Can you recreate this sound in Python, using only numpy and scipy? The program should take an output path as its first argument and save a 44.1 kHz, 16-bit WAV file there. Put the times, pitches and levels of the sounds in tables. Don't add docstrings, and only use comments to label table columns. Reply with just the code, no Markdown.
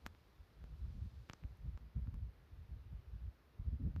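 import sys
import numpy as np
from scipy import signal
from scipy.fft import rfft, irfft
from scipy.io import wavfile
from scipy.ndimage import uniform_filter1d

SR = 44100
rng = np.random.default_rng(int(sys.argv[2]) if len(sys.argv) > 2 else 0)


def pcm_store(signal):
    levels = np.round(np.clip(np.atleast_2d(signal), -1, 1) * 32767)
    wavfile.write(sys.argv[1], SR, levels.astype(np.int16).T)


N = 176400

# (f/Hz, level/dB)
ROAR_COLOUR = [(20, -10), (60, 9.5), (130, 5.5), (250, 3), (400, 1.5), (700, -4), (1300, -4.5),
               (2000, -8.5), (3000, -13.5), (5000, -19.5), (6500, -28), (8500, -49)]
HISS_COLOUR = [(500, 13), (1200, -15), (2400, -1), (4000, 4.5), (5500, -1), (7000, -7.5), (9000, -13),
               (14000, -25)]
MIC_COLOUR = [(1000, 5.5), (6000, -15), (8000, -15), (10000, -6.5), (12000, -3.5), (14000, -2)]
RUMBLE_COLOUR = [(15, -44), (28, -25), (42, -5), (56, 5.5), (75, 0.5), (110, -10), (160, -23.5),
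                 (300, -46.5), (700, -66.5), (2000, -100)]
FLUTTER_COLOUR = [(50, -20), (95, -3.5), (125, 3), (155, 0.5), (200, -7.5), (250, -11.5), (330, -24),
                  (550, -37), (1200, -72), (3000, -91)]
BUFFET_COLOUR = [(120, -20.5), (210, 7), (290, -7), (400, -21), (700, -45), (1500, -76)]
CASE_COLOUR = [(60, -27), (230, 2), (400, -7.5), (550, -4.5), (900, -2.5), (1350, -1), (1900, -6),
               (2500, -7.5), (3100, -10), (4000, -12.5), (7000, -17), (9500, -28.5), (13000, -15),
               (16000, -20)]
# (t/s, level change/dB)
HISS_CHANGES = [(0, 2), (.3, 0.5), (.65, 0.5), (.9, 4.5), (1.15, 4.5), (1.4, 2.5), (1.85, -3), (3, -2.5),
                (4, -3.5)]
# (middle t/s, length/s, large swirls/dB, small swirls/dB)
WIND_PUFFS = [(0.057, 0.02, -50, -59.5), (0.079, 0.12, -61, -78), (0.408, 0.044, -55.5, -80),
              (0.63, 0.095, -53, -64), (0.729, 0.06, -50, -57), (0.85, 0.084, -42.5, -59),
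              (0.91, 0.012, -53, -55.5), (0.982, 0.14, -49.5, -56.5), (1.025, 0.017, -39.5, -60),
              (1.061, 0.032, -45, -56), (1.143, 0.044, -72, -61.5), (1.185, 0.082, -52, -77),
              (1.447, 0.026, -41.5, -53.5), (1.512, 0.067, -53.5, -70), (1.616, 0.037, -51.5, -68),
              (1.675, 0.049, -41, -48.5), (1.744, 0.033, -43.5, -66), (1.845, 0.081, -53.5, -62.5),
              (1.979, 0.035, -37.5, -44), (2.03, 0.03, -40, -60.5), (2.081, 0.022, -37, -48.5),
              (2.161, 0.071, -44.5, -51.5), (2.237, 0.039, -41, -64), (2.281, 0.045, -50, -62),
              (2.407, 0.17, -65, -85), (2.529, 0.022, -50, -72), (2.603, 0.075, -52.5, -66.5),
              (2.728, 0.055, -47.5, -57.5), (2.77, 0.099, -51.5, -63.5), (2.867, 0.035, -53, -73),
              (2.934, 0.047, -44, -57), (2.978, 0.058, -52, -68), (3.082, 0.048, -53, -71),
              (3.149, 0.058, -46, -61.5), (3.231, 0.041, -46.5, -62), (3.269, 0.047, -43.5, -64),
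              (3.606, 0.022, -39.5, -67), (3.679, 0.036, -37, -49.5), (3.74, 0.04, -38, -48.5),
              (3.812, 0.015, -45, -43), (3.862, 0.075, -39.5, -40.5), (3.974, 0.052, -41.5, -48)]
# (t/s, level/dB, dull above f/Hz, ring f/Hz, ring boost/dB, thump boost/dB)
FINGER_KNOCKS = [(0.056, -55, 6000, 1500, -11, -19), (.0642, -28.5, 9000, 1720, 4.5, -8.5),
                 (0.1492, -53, 2800, 1900, 7, -8), (0.6409, -50.5, 6030, 430, 12, 14.5),
                 (1.291, -54.5, 2500, 1490, 9, -12), (1.2982, -33.5, 4150, 2850, 7, 1),
                 (1.3114, -49, 2500, 1800, 1, -12), (1.3349, -39, 5000, 1210, 2.5, -3),
                 (1.4376, -50, 2200, 2450, 11, -6), (1.7755, -48, 3500, 1000, 3, 5),
                 (2.0724, -54, 1600, 900, 2, -1), (2.1426, -50, 6000, 995, 7, -9),
                 (3.963, -43, 2970, 1390, 4, 12)]
# (t/s, length/s, level/dB, centre f/Hz, width/octaves)
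SKIN_SCRAPES = [(.069, 0.0021, -65, 6900, 0.25), (0.0691, 0.0018, -68, 13000, .25),
                (1.292, .0015, -75, 5750, 0.15), (1.3324, 0.0032, -56, 5760, 0.23),
                (1.572, 0.0016, -77, 12000, .25), (1.7755, 0.0014, -77.5, 6300, 0.13),
                (2.144, 0.00049, -65.5, 11800, .35)]


def gain(db):
    return 10 ** (np.asarray(db) / 20)


def unit(x):
    return x / np.sqrt(np.mean(x ** 2) + 1e-20)


def level_at(colour, hz):
    f, db = np.transpose(colour)
    return np.interp(np.log(hz + 1), np.log(f + 1), db)


def add(mix, start_s, sound):
    part = mix[max(round(start_s * SR), 0):][:len(sound)]
    part += sound[:len(part)]


def noise(colour):
    shape = gain(level_at(colour, np.fft.rfftfreq(N, 1 / SR)))
    return unit(irfft(rfft(rng.standard_normal(N)) * shape, N))


def drifting_noise(colour, patchy_db):
    _, _, bands = signal.stft(noise(colour), SR, nperseg=1024, noverlap=768)
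    patches = uniform_filter1d(rng.standard_normal(bands.shape), size=14, axis=0)
    patches = uniform_filter1d(patches, size=18, axis=1)
    _, sound = signal.istft(bands * gain(patchy_db * unit(patches)), SR, nperseg=1024, noverlap=768)
    return unit(sound[:N])


def steam(roar_db=-72, hiss_db=-81.5):
    change_db = np.interp(np.arange(N) / SR, *np.transpose(HISS_CHANGES))
    roar = gain(roar_db) * drifting_noise(ROAR_COLOUR, patchy_db=0.88)
    hiss = gain(hiss_db + change_db) * drifting_noise(HISS_COLOUR, patchy_db=0.1)
    return roar + hiss


def microphone_noise(hiss_db=-83.5, whine_db=-104, whine_hz=9375, width_hz=25, whine_end_s=1.35):
    off_pitch = (np.fft.rfftfreq(N, 1 / SR) - whine_hz) / width_hz
    whine = unit(irfft(rfft(rng.standard_normal(N)) / (1 + off_pitch ** 2), N))
    fade_out = np.clip((whine_end_s - np.arange(N) / SR) * 10, 0, 1)
    return gain(hiss_db) * noise(MIC_COLOUR) + gain(whine_db) * whine * fade_out


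def puff_force(times, lengths, levels_db):
    t = np.arange(0, N, 40) / SR
    from_middle = abs(t[:, None] - times) / (lengths / 2)
    bell_shapes = .5 ** (from_middle ** 2.04)
    power = ((gain(levels_db) * bell_shapes) ** 2).sum(1)
    return np.interp(np.arange(N) / SR, t, np.sqrt(power))


def swirls(colour, steady_s=.028):
    pressure = noise(colour)
    window = signal.windows.hann(int(2 * steady_s * SR))
    power = signal.fftconvolve(abs(signal.hilbert(pressure)) ** 2, window / window.sum(), "same")
    return unit(pressure / np.sqrt(np.maximum(power, 1e-6)))


def wind(breeze_db=-71.5, hard_puff_db=-45.5, buffet_db=-65, lead_s=.004):
    times, lengths, large_db, small_db = np.transpose(WIND_PUFFS)
    large_force = np.hypot(puff_force(times, lengths, large_db), gain(breeze_db))
    small_force = puff_force(times - lead_s, lengths, small_db)
    flutter = swirls(FLUTTER_COLOUR)
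    breaking = unit(np.maximum(flutter, 0) ** 2 * noise(BUFFET_COLOUR))
    buffet = gain(buffet_db) * (small_force / gain(hard_puff_db)) ** 1.2 * breaking
    rumble = swirls(RUMBLE_COLOUR)
    return gain(.5) * large_force * rumble + gain(-1) * small_force * flutter + buffet


def knock(db, dull_hz, ring_hz, ring_db, thump_db, size):
    ring_octaves, thump_hz, thump_decay_s = 0.37, 120, 0.0029
    rustle_db, rustle_rise_s, rustle_decay_s = -13.5, 0.0043, 0.0075
    hz = abs(np.fft.fftfreq(size, 1 / SR))
    t = np.arange(-size, size) / SR
    dulling = -10 * np.log10(1 + (hz / dull_hz) ** 2.6)
    ring = ring_db / (1 + (np.log2((hz + 1) / ring_hz) / ring_octaves) ** 2)
    colour = gain(level_at(CASE_COLOUR, hz) + dulling + ring)
    tick = np.fft.ifft(np.exp(np.conj(signal.hilbert(np.log(colour))))).real
    settling = np.exp(np.minimum(t / rustle_rise_s, -t / rustle_decay_s))
    rustle = rng.standard_normal(len(t)) ** 3 * settling
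    contact = (t == 0) + gain(rustle_db) * rustle / np.linalg.norm(rustle)
    tap = signal.fftconvolve(contact, tick / abs(tick).max())[:len(t)]
    since_push = np.maximum(t, 0)
    thump = -np.sin(2 * np.pi * thump_hz * since_push) * np.exp(-since_push / thump_decay_s)
    return gain(db) * (tap + gain(thump_db - 4.5) * thump)


def scrape(length_s, db, centre_hz, width_octaves, size=1024):
    octaves = np.log2((np.fft.rfftfreq(size, 1 / SR) + 1) / centre_hz)
    band = np.exp(-.5 * (octaves / width_octaves) ** 2)
    rasp = irfft(rfft(rng.standard_normal(size)) * band)
    count = int(np.clip(length_s * SR, 8, size))
    return gain(db) * unit(rasp[:count] * signal.windows.tukey(count, .5))


def fingers(lead_samples=2048):
    mix = np.zeros(N)
    for push_s, *settings in FINGER_KNOCKS:
        add(mix, push_s - lead_samples / SR, knock(*settings, size=lead_samples))
    for start_s, *settings in SKIN_SCRAPES:
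        add(mix, start_s, scrape(*settings))
    return mix


def scene():
    return (wind() + steam() + fingers())[None]


def record(dry):
    lowest_hz, highest_hz = 30, 14300
    thinned = signal.sosfilt(signal.butter(3, lowest_hz, "high", fs=SR, output="sos"), dry)
    treble_cut = signal.firwin(511, highest_hz, window=("kaiser", 9), fs=SR)
    return signal.oaconvolve(thinned + microphone_noise(), treble_cut[None], "same")


dry = scene()
out = record(dry)
pcm_store(out)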